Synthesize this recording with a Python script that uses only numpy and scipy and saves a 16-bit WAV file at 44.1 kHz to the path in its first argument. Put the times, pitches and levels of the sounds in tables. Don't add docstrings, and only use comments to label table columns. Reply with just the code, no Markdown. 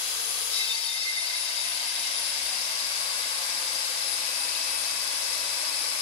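import sys
import numpy as np
from scipy import signal
from scipy.fft import rfft, irfft
from scipy.io import wavfile
from scipy.ndimage import map_coordinates

SR = 44100
rng = np.random.default_rng(int(sys.argv[2]) if len(sys.argv) > 2 else 0)


def int16_out(signal):
    q = np.round(np.clip(np.atleast_2d(signal).T, -1, 1) * 32767)
    wavfile.write(sys.argv[1], SR, q.astype(np.int16))


N = 265041
TIME = np.arange(N) / SR
FREQS = np.fft.rfftfreq(N, 1 / SR)
PORT_LAG_S = 12 / 44100
BITE_S, BITE_LENGTH_S, SEATED_S = 0.561, 0.063, 0.99


def amp(db):
    return 10 ** (np.asarray(db) / 20)


def evened(x):
    return x / np.sqrt(np.mean(abs(x) ** 2) + 1e-20)


def curves(rows):
    s, *columns = np.transpose(rows)
    return [np.interp(TIME, s, c) for c in columns]


def read(points):
    hz, value = np.transpose(points)
    return np.interp(np.log(FREQS + 1), np.log(hz + 1), value)


def panned(pan_db):
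    return amp(np.array([[.5], [-.5]]) * pan_db)


def bump(s, length_s):
    return np.exp(-2 * ((TIME - s) / length_s) ** 2)


def swell(s, length_s):
    return np.exp(-.7 * (2 * (TIME - s) / length_s) ** 4)


def ramp(start_s, end_s):
    return np.interp(TIME, [start_s, end_s], [0, 1])


def wander(hz):
    size, per_s = 8192, 1000
    rolloff = 1 + (np.fft.rfftfreq(size, 1 / per_s) / hz) ** 4
    slow = irfft(rfft(rng.standard_normal(size)) / rolloff)
    return evened(np.interp(TIME, np.arange(size) / per_s, slow))


def drifting(x, share, hz):
    at = np.arange(N) + np.cumsum(share * wander(hz))
    return np.array([map_coordinates(port, [at], order=3, mode="mirror") for port in x])


def humps(resonances):
    power = 0
    for hz, width_hz, db, pan_db in resonances:
        shape = 1 / (1 + ((FREQS - hz) / (.777 * width_hz)) ** 2) ** 2
        power = power + (amp(db) * panned(pan_db)) ** 2 * shape
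    return power


def grit(per_s, spread_db):
    hits = rng.random(N) < per_s / SR
    size = rng.uniform(-1, 1, N) * amp(spread_db * np.minimum(rng.exponential(1, N), 3))
    return evened(hits * size)


# frequency in Hz, likeness from 0 to 1.
PORT_LIKENESS = [(60, 0.66), (300, 0.85), (600, 1), (1100, 0.57), (2000, 0.26), (5000, 0.041),
                 (15000, 0.12)]


def rush(power, drive=0):
    a, b = rfft(evened(rng.standard_normal((2, N)) + drive))
    same = np.clip(read(PORT_LIKENESS), 0, 1)
    right = same * a + np.sqrt(1 - same ** 2) * b
    right = right * np.exp(-2j * np.pi * FREQS * PORT_LAG_S)
    return irfft(np.array([a, right]) * np.sqrt(power * SR / 2), N)


def tone(hz, db, pan_db, flutter, lag_s=PORT_LAG_S):
    turns = np.cumsum(hz) / SR - np.array([[0], [lag_s]]) * hz
    scatter = np.array([wander(28) + 1j * wander(22) for _ in range(2)])
    line = ((1 + flutter * scatter) * np.exp(2j * np.pi * turns)).real
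    return np.sqrt(2) * amp(db) * panned(pan_db) * line


# time in seconds, then gear mesh (before a trim), fan blades, blade octave in dB.
TONE_LEVELS = [(0, -61, -55, -62), (1.05, -64, -57, -60), (1.3, -51.5, -58, -55), (2.05, -53.5, -54, -56),
               (2.25, -55.5, -56, -45.5), (2.7, -53, -54, -53), (3.4, -52.5, -56, -58),
               (3.7, -53, -52.5, -58), (4.02, -61, -58, -54), (4.35, -50, -47, -49),
               (4.68, -52.5, -43.7, -49), (5.1, -50.5, -49.5, -48), (5.75, -51, -47, -47),
               (6.01, -60, -55, -48)]
# centre in seconds, length in seconds, level in dB.
WHINE_BURSTS = [(.33, .27, -38.3), (.59, .05, -42), (.855, .04, -39), (.945, .04, -42), (1.1, .05, -43),
                (1.21, .08, -38.5), (1.4, .11, -37), (1.68, .24, -39.3), (1.9, .11, -41.5),
                (2.03, .1, -39.5), (2.23, .22, -37.3), (2.5, .2, -40), (2.66, .08, -45), (3, .06, -41),
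                (3.18, .07, -40), (3.7, .34, -46), (4.12, .12, -38), (4.44, .16, -37.5), (4.77, .2, -39),
                (4.93, .1, -45), (5.19, .15, -42.5), (5.36, .14, -45.5), (5.65, .05, -46),
                (5.8, .08, -39.5), (5.885, .04, -39.5)]
GEAR_ORDER, BLADES, COMMUTATOR_BARS = 3.047, 8, 30
WHINE_BED_DB = -50


def motor(speed):
    gear_db, blade_db, octave_db = curves(TONE_LEVELS)
    waver_hz = 26 * bump(1.65, .85) * wander(14)
    bursts = sum((amp(db) * swell(s, length_s)) ** 2 for s, length_s, db in WHINE_BURSTS)
    whine_db = 10 * np.log10(amp(WHINE_BED_DB) ** 2 + bursts)
    gear = tone(GEAR_ORDER * speed + waver_hz, gear_db + .8, pan_db=-1.5, flutter=.18, lag_s=.00031)
    blades = tone(BLADES * speed, blade_db, pan_db=0, flutter=.08, lag_s=.0004)
    octave = tone(2 * BLADES * speed, octave_db, pan_db=17, flutter=.18)
    whine = tone(COMMUTATOR_BARS * speed, whine_db, pan_db=10.5, flutter=.22, lag_s=.000278)
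    return gear + blades + octave + whine


# frequency in Hz, density in dB per Hz.
FAN_SPECTRUM = [(100, -115), (190, -96.5), (260, -97), (380, -86), (540, -85), (800, -75.5), (1100, -77.5),
                (1350, -75.5), (2100, -73), (3000, -79), (4000, -78), (6000, -105), (16000, -125)]
# frequency in Hz, width in Hz, density in dB per Hz, left minus right in dB.
HOUSING_MODES = [(663, 160, -76.5, -2.5), (919, 40, -73, 1), (1195, 380, -80, -1.5),
                 (1605, 115, -73.5, -7.5), (2380, 750, -75, -8), (2570, 69, -87.5, -20),
                 (3170, 93, -80, -16), (3460, 210, -76, -10.5)]
GEARCASE_MODES = [(675, 90, -78, 0), (1990, 200, -77, -2), (2730, 180, -75, -12), (3120, 260, -74, -12)]
VENT_MODES = [(551, 113, -77.5, -0.5), (1062, 30, -69.5, -1), (1164, 190, -74.5, -0.5), (1500, 160, -82, 8),
              (3900, 180, -76, 13), (4930, 94, -72.5, 15), (7980, 180, -76, 14), (8410, 230, -73, 13),
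              (10820, 390, -72.5, 16)]
DRONE_HZ, DRONE_RISE_HZ_PER_S, DRONE_ENTRY_S = 217.7, 15, 1.66


def fan(near_db):
    air_db = 0.5 + 0.67 * near_db
    vent_db = .5 + 7 * near_db
    drone_db = -67.0 + 0.64 * near_db - 12 * (TIME <= DRONE_ENTRY_S)
    drone_hz = DRONE_HZ + DRONE_RISE_HZ_PER_S * TIME
    air = rush(amp(read(FAN_SPECTRUM)) ** 2 * panned(-4.5) ** 2 + humps(HOUSING_MODES)) * amp(air_db)
    vents = rush(humps(VENT_MODES)) * amp(vent_db)
    gearcase = rush(humps(GEARCASE_MODES)) * bump(2, 1.3)
    carrier = np.exp(2j * np.pi * np.cumsum(drone_hz) / SR)
    drone = ((wander(35) + 1j * wander(32)) * carrier).real
    return air + gearcase + vents + drone * amp(drone_db) * panned(-1.5)


# frequency in Hz, density in dB per Hz.
SPRAY_SPECTRUM = [(500, -110), (2500, -78), (4000, -78), (5700, -76), (7500, -74), (9300, -76),
                  (10300, -80), (11400, -84.5), (12400, -79), (13000, -87), (13500, -95), (13900, -86),
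                  (15000, -91), (15800, -101)]
# frequency in Hz, left minus right in dB.
SPRAY_BALANCE = [(4000, 7), (9500, 0.5), (12000, -1), (15000, -7.5)]
# frequency in Hz, width in Hz, density in dB per Hz, left minus right in dB.
FREE_SPRAY_MODES = [(470, 102, -74.5, -2), (1180, 240, -70.5, -0.5), (1590, 130, -75, 9),
                    (3310, 460, -69.5, -4.5), (4120, 360, -69, -1), (6380, 260, -67.5, 8.5),
                    (10400, 870, -72, 19), (12800, 1600, -79, -1), (15200, 1800, -87, -3)]
FREE_DB, FREE_FALL_DB_PER_S = -1.5, 23


def water(near_db):
    unseated = 1 - ramp(SEATED_S - .12, SEATED_S)
    spray_db = 0.18 + 0.4 * near_db + 2.8 * unseated + 2.0 * bump(BITE_S, BITE_LENGTH_S)
    free_db = FREE_DB - FREE_FALL_DB_PER_S * np.maximum(TIME - BITE_S + BITE_LENGTH_S, 0)
    drops = .3 * grit(3000, spread_db=1.0)
    spray = rush((amp(read(SPRAY_SPECTRUM)) * panned(read(SPRAY_BALANCE))) ** 2, drops)
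    return spray * amp(spray_db) + rush(humps(FREE_SPRAY_MODES)) * amp(free_db)


# frequency in Hz, density in dB per Hz.
RUMBLE_SPECTRUM = [(15, -120), (30, -114), (45, -92), (75, -86), (120, -93.5), (200, -100), (400, -110),
                   (1500, -140)]
# centre in seconds, length in seconds, dB over the steady rumble.
WIND_GUSTS = [(.25, 0.64, 5), (2.5, 0.21, 7), (4.15, 0.23, 5), (5.2, 1, 6.5)]


def wind():
    gusts = sum(amp(db) * bump(s, length_s) for s, length_s, db in WIND_GUSTS)
    rumble = rush((amp(read(RUMBLE_SPECTRUM)) * panned(-6.5)) ** 2)
    return rumble * np.hypot(1, gusts) * amp(-6.0 + 1.8 * wander(9.2))


# centre in Hz, width in Hz, gain in dB.
ECHO_NOTCHES = [(385, 40, -4.5), (795, 70, -2.5), (1035, 40, -6), (1385, 130, -3), (1765, 130, -4),
                (2460, 130, -2), (4290, 160, -2.5), (5630, 150, -3), (8660, 260, -2.5)]


def notched(x):
    db = sum(depth_db * np.exp(-2 * ((FREQS - hz) / width_hz) ** 2)
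             for hz, width_hz, depth_db in ECHO_NOTCHES)
    return irfft(rfft(x) * amp(db), N)


def reflections(x):
    def echo(port):
        delay_s = rng.uniform(.003, .01) * (1 + .06 * wander(.3))
        return np.interp(TIME - delay_s, TIME, port, left=0)
    share = .17
    wet = np.array([port + share * sum(echo(port) for _ in range(4)) for port in x])
    return wet / np.sqrt(1 + 2 * share ** 2)


# frequency in Hz, width in Hz, density in dB per Hz, left minus right in dB.
CUT_MODES = [(4120, 630, -75.5, 17.8), (4510, 270, -74.5, 20.7), (4914, 320, -68, 14.5),
             (5340, 370, -72, 17.6), (6050, 620, -78.5, 20.1), (10060, 1650, -81.5, 24.7)]
CUT_DRIFT_SHARE, CUT_DRIFT_HZ = .014, 14


def grinding(contact, near_db, rasp):
    db = .4 - 1.9 * (1 - contact) + 0.24 * near_db + 2.7 * bump(BITE_S, BITE_LENGTH_S)
    grains = .25 * grit(2500, spread_db=1.5)
    scrape = 0
    for mode in CUT_MODES:
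        band = drifting(rush(humps([mode]), grains), CUT_DRIFT_SHARE, CUT_DRIFT_HZ)
        scrape = scrape + band * amp(wander(30))
    return scrape * amp(db) * rasp


CHIPS_PER_S, CHIP_RANGE_HZ, CHIP_DECAY_S, CHIP_DB = 150, (1500, 5600), .0013, -50


def chips(contact, count=24):
    t = np.arange(0, 10 * CHIP_DECAY_S, 1 / SR)
    out = np.zeros((2, N))
    for hz in np.geomspace(*CHIP_RANGE_HZ, count):
        phase = 2 * np.pi * hz * (t - np.array([[0], [PORT_LAG_S]]))
        ping = hz * t * np.exp(-t / CHIP_DECAY_S) * np.sin(phase)
        hits = grit(CHIPS_PER_S / count, spread_db=4.0)[None]
        out += signal.oaconvolve(hits, ping, axes=1)[:, :N]
    return evened(out) * contact * amp(CHIP_DB) * panned(14.6)


RING_SWELL_DB, RING_SWELL_HZ = 2, 30


def ringing(width_hz):
    r = np.exp(-np.pi * width_hz / SR)
    hits = grit(1500, spread_db=2.0) + 1j * grit(1500, spread_db=2.0)
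    hits = hits * amp(RING_SWELL_DB * wander(RING_SWELL_HZ))
    ring = evened(signal.lfilter([1], np.poly([r, r ** 3]), hits))
    return evened(ring / np.sqrt(1 + 0.25 * abs(ring) ** 2))


# frequency in Hz (before the grip stiffens it), width in Hz,
# relative level in dB, left minus right in dB, lag of the right port in seconds.
TUBE_MODES = [(915, 24, -21, -2, .00027), (2085, 24, -2.5, -6.5, .0002), (2660, 24, -8, -1, .00014),
              (3645, 46, -1.5, 6, .00031), (3745, 45, -8, 3, .00031), (3918, 26, -3.5, 4, .00032),
              (4545, 60, -4, 13, .00027), (4850, 40, -6, 13, .00027), (5130, 50, -10, 13, .00027),
              (5310, 45, -6.5, 11, .00027)]
# centre in seconds, length in seconds, mode in Hz, level in dB.
RIM_CATCHES = [(.548, .04, 5130, -37), (.558, .028, 3918, -38.5), (.615, .03, 2085, -35),
               (.62, .06, 3918, -36.5), (.63, .08, 2660, -38.5), (.712, .032, 3645, -30.5),
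               (.73, .06, 2660, -40), (.753, .026, 4545, -35.5), (.78, .3, 915, -50.5),
               (.857, .04, 4545, -37), (.897, .028, 3645, -34), (.95, .025, 2085, -40),
               (.978, .022, 3645, -35.5), (1.02, .07, 2660, -42), (1.013, .04, 5310, -36.5),
               (1.035, .014, 4545, -37), (1.09, .075, 2085, -34), (1.182, .016, 2085, -33),
               (1.19, .025, 3645, -38), (1.235, .055, 2085, -37), (1.277, .023, 4850, -36),
               (1.34, .022, 2085, -37), (1.375, .022, 2660, -41), (1.365, .018, 3918, -37.5),
               (1.46, .022, 2660, -41.5), (1.48, .03, 3918, -41), (1.585, .04, 4850, -37.5),
               (1.6, .08, 3745, -42), (2, .16, 3745, -42), (2.17, .012, 3645, -37), (2.82, .09, 4850, -40)]
BITE_RING_DB, RING_DB, DAMPING_DB_PER_S = -39, -40, 3.8
JOLT_HZ = 3000
GRIP_S, GRIP_RISE_S, STIFFENING_SHARE = 1.1, .35, .01
GRIP_JITTER_SHARE, GRIP_JITTER_HZ = .005, 45
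LIKENESS_FREE, LIKENESS_GRIPPED = .82, .3
CATCH_WAVER_RAD = .6


def tube(contact, rasp):
    mode_hz = np.array(TUBE_MODES)[:, 0]
    damped_db = RING_DB - DAMPING_DB_PER_S * np.maximum(TIME - BITE_S, 0)
    rubbing = contact * rasp * amp(damped_db)
    bite = amp(BITE_RING_DB) * bump(BITE_S, BITE_LENGTH_S)
    grip = 1 - np.exp(-np.maximum(TIME - GRIP_S, 0) / GRIP_RISE_S)
    same = np.interp(grip, [0, 1], [LIKENESS_FREE, LIKENESS_GRIPPED])
    out = np.zeros((2, N))
    for k, (hz, width_hz, mode_db, pan_db, lag_s) in enumerate(TUBE_MODES):
        squeals = sum(amp(db) * bump(s, length_s) for s, length_s, catch_hz, db in RIM_CATCHES
                      if abs(mode_hz - catch_hz).argmin() == k)
        level = amp(mode_db) * np.hypot(rubbing, bite * (hz > JOLT_HZ))
        pitch_hz = hz * (1 + grip * (STIFFENING_SHARE + GRIP_JITTER_SHARE * wander(GRIP_JITTER_HZ)))
        a, b = ringing(width_hz), ringing(width_hz)
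        ring = np.array([a, same * a + np.sqrt(1 - same ** 2) * b]) * level
        ring = ring + squeals * np.exp(1j * CATCH_WAVER_RAD * wander(RING_SWELL_HZ))
        ports = np.exp(-2j * np.pi * hz * np.array([[0], [lag_s]]))
        carrier = np.exp(2j * np.pi * np.cumsum(pitch_hz) / SR)
        out += np.sqrt(2) * panned(pan_db) * (ring * ports * carrier).real
    return out


# time in seconds, speed in turns per second.
MOTOR_SPEED = [(0, 334.4), (.5, 333.2), (.9, 328.2), (1.2, 331), (1.47, 325), (1.75, 326.8), (2.05, 325.2),
               (2.25, 326.6), (2.45, 330), (2.7, 331.5), (3.6, 330.4), (4.03, 329.5), (4.12, 325),
               (4.22, 322.3), (4.4, 321.3), (4.65, 323.3), (5.1, 323.9), (5.87, 322.9), (6.01, 331)]
# time in seconds, nearness in dB (each source scales it).
NEARNESS = [(0, -3), (.55, -5), (.92, -8.5), (1.35, -3), (2.2, -1.1), (3.1, 0), (6.01, 0.07)]
TURNS_PER_RUB, RASP_DB = 12.6, .9


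def scene():
    near_db = curves(NEARNESS)[0]
    speed = curves(MOTOR_SPEED)[0] * (1 + .0002 * wander(12))
    contact = ramp(BITE_S - BITE_LENGTH_S, BITE_S)
    rub_phase = 2 * np.pi * np.cumsum(speed / TURNS_PER_RUB) / SR + .5 * wander(1.5)
    rub_depth_db = RASP_DB * contact * (0.5 + .5 * wander(1.4))
    rasp = amp(rub_depth_db * np.sin(rub_phase))
    cutting = grinding(contact, near_db, rasp) + chips(contact)
    echoed = reflections(notched(fan(near_db) + water(near_db) + cutting))
    return motor(speed) + echoed + tube(contact, rasp) + wind()


def record(dry):
    edge_hz = 15750
    lowpass = signal.firwin(511, edge_hz, window=("kaiser", 9), fs=SR)
    return signal.oaconvolve(dry, lowpass[None], "same")


dry = scene()
out = record(dry)
int16_out(out)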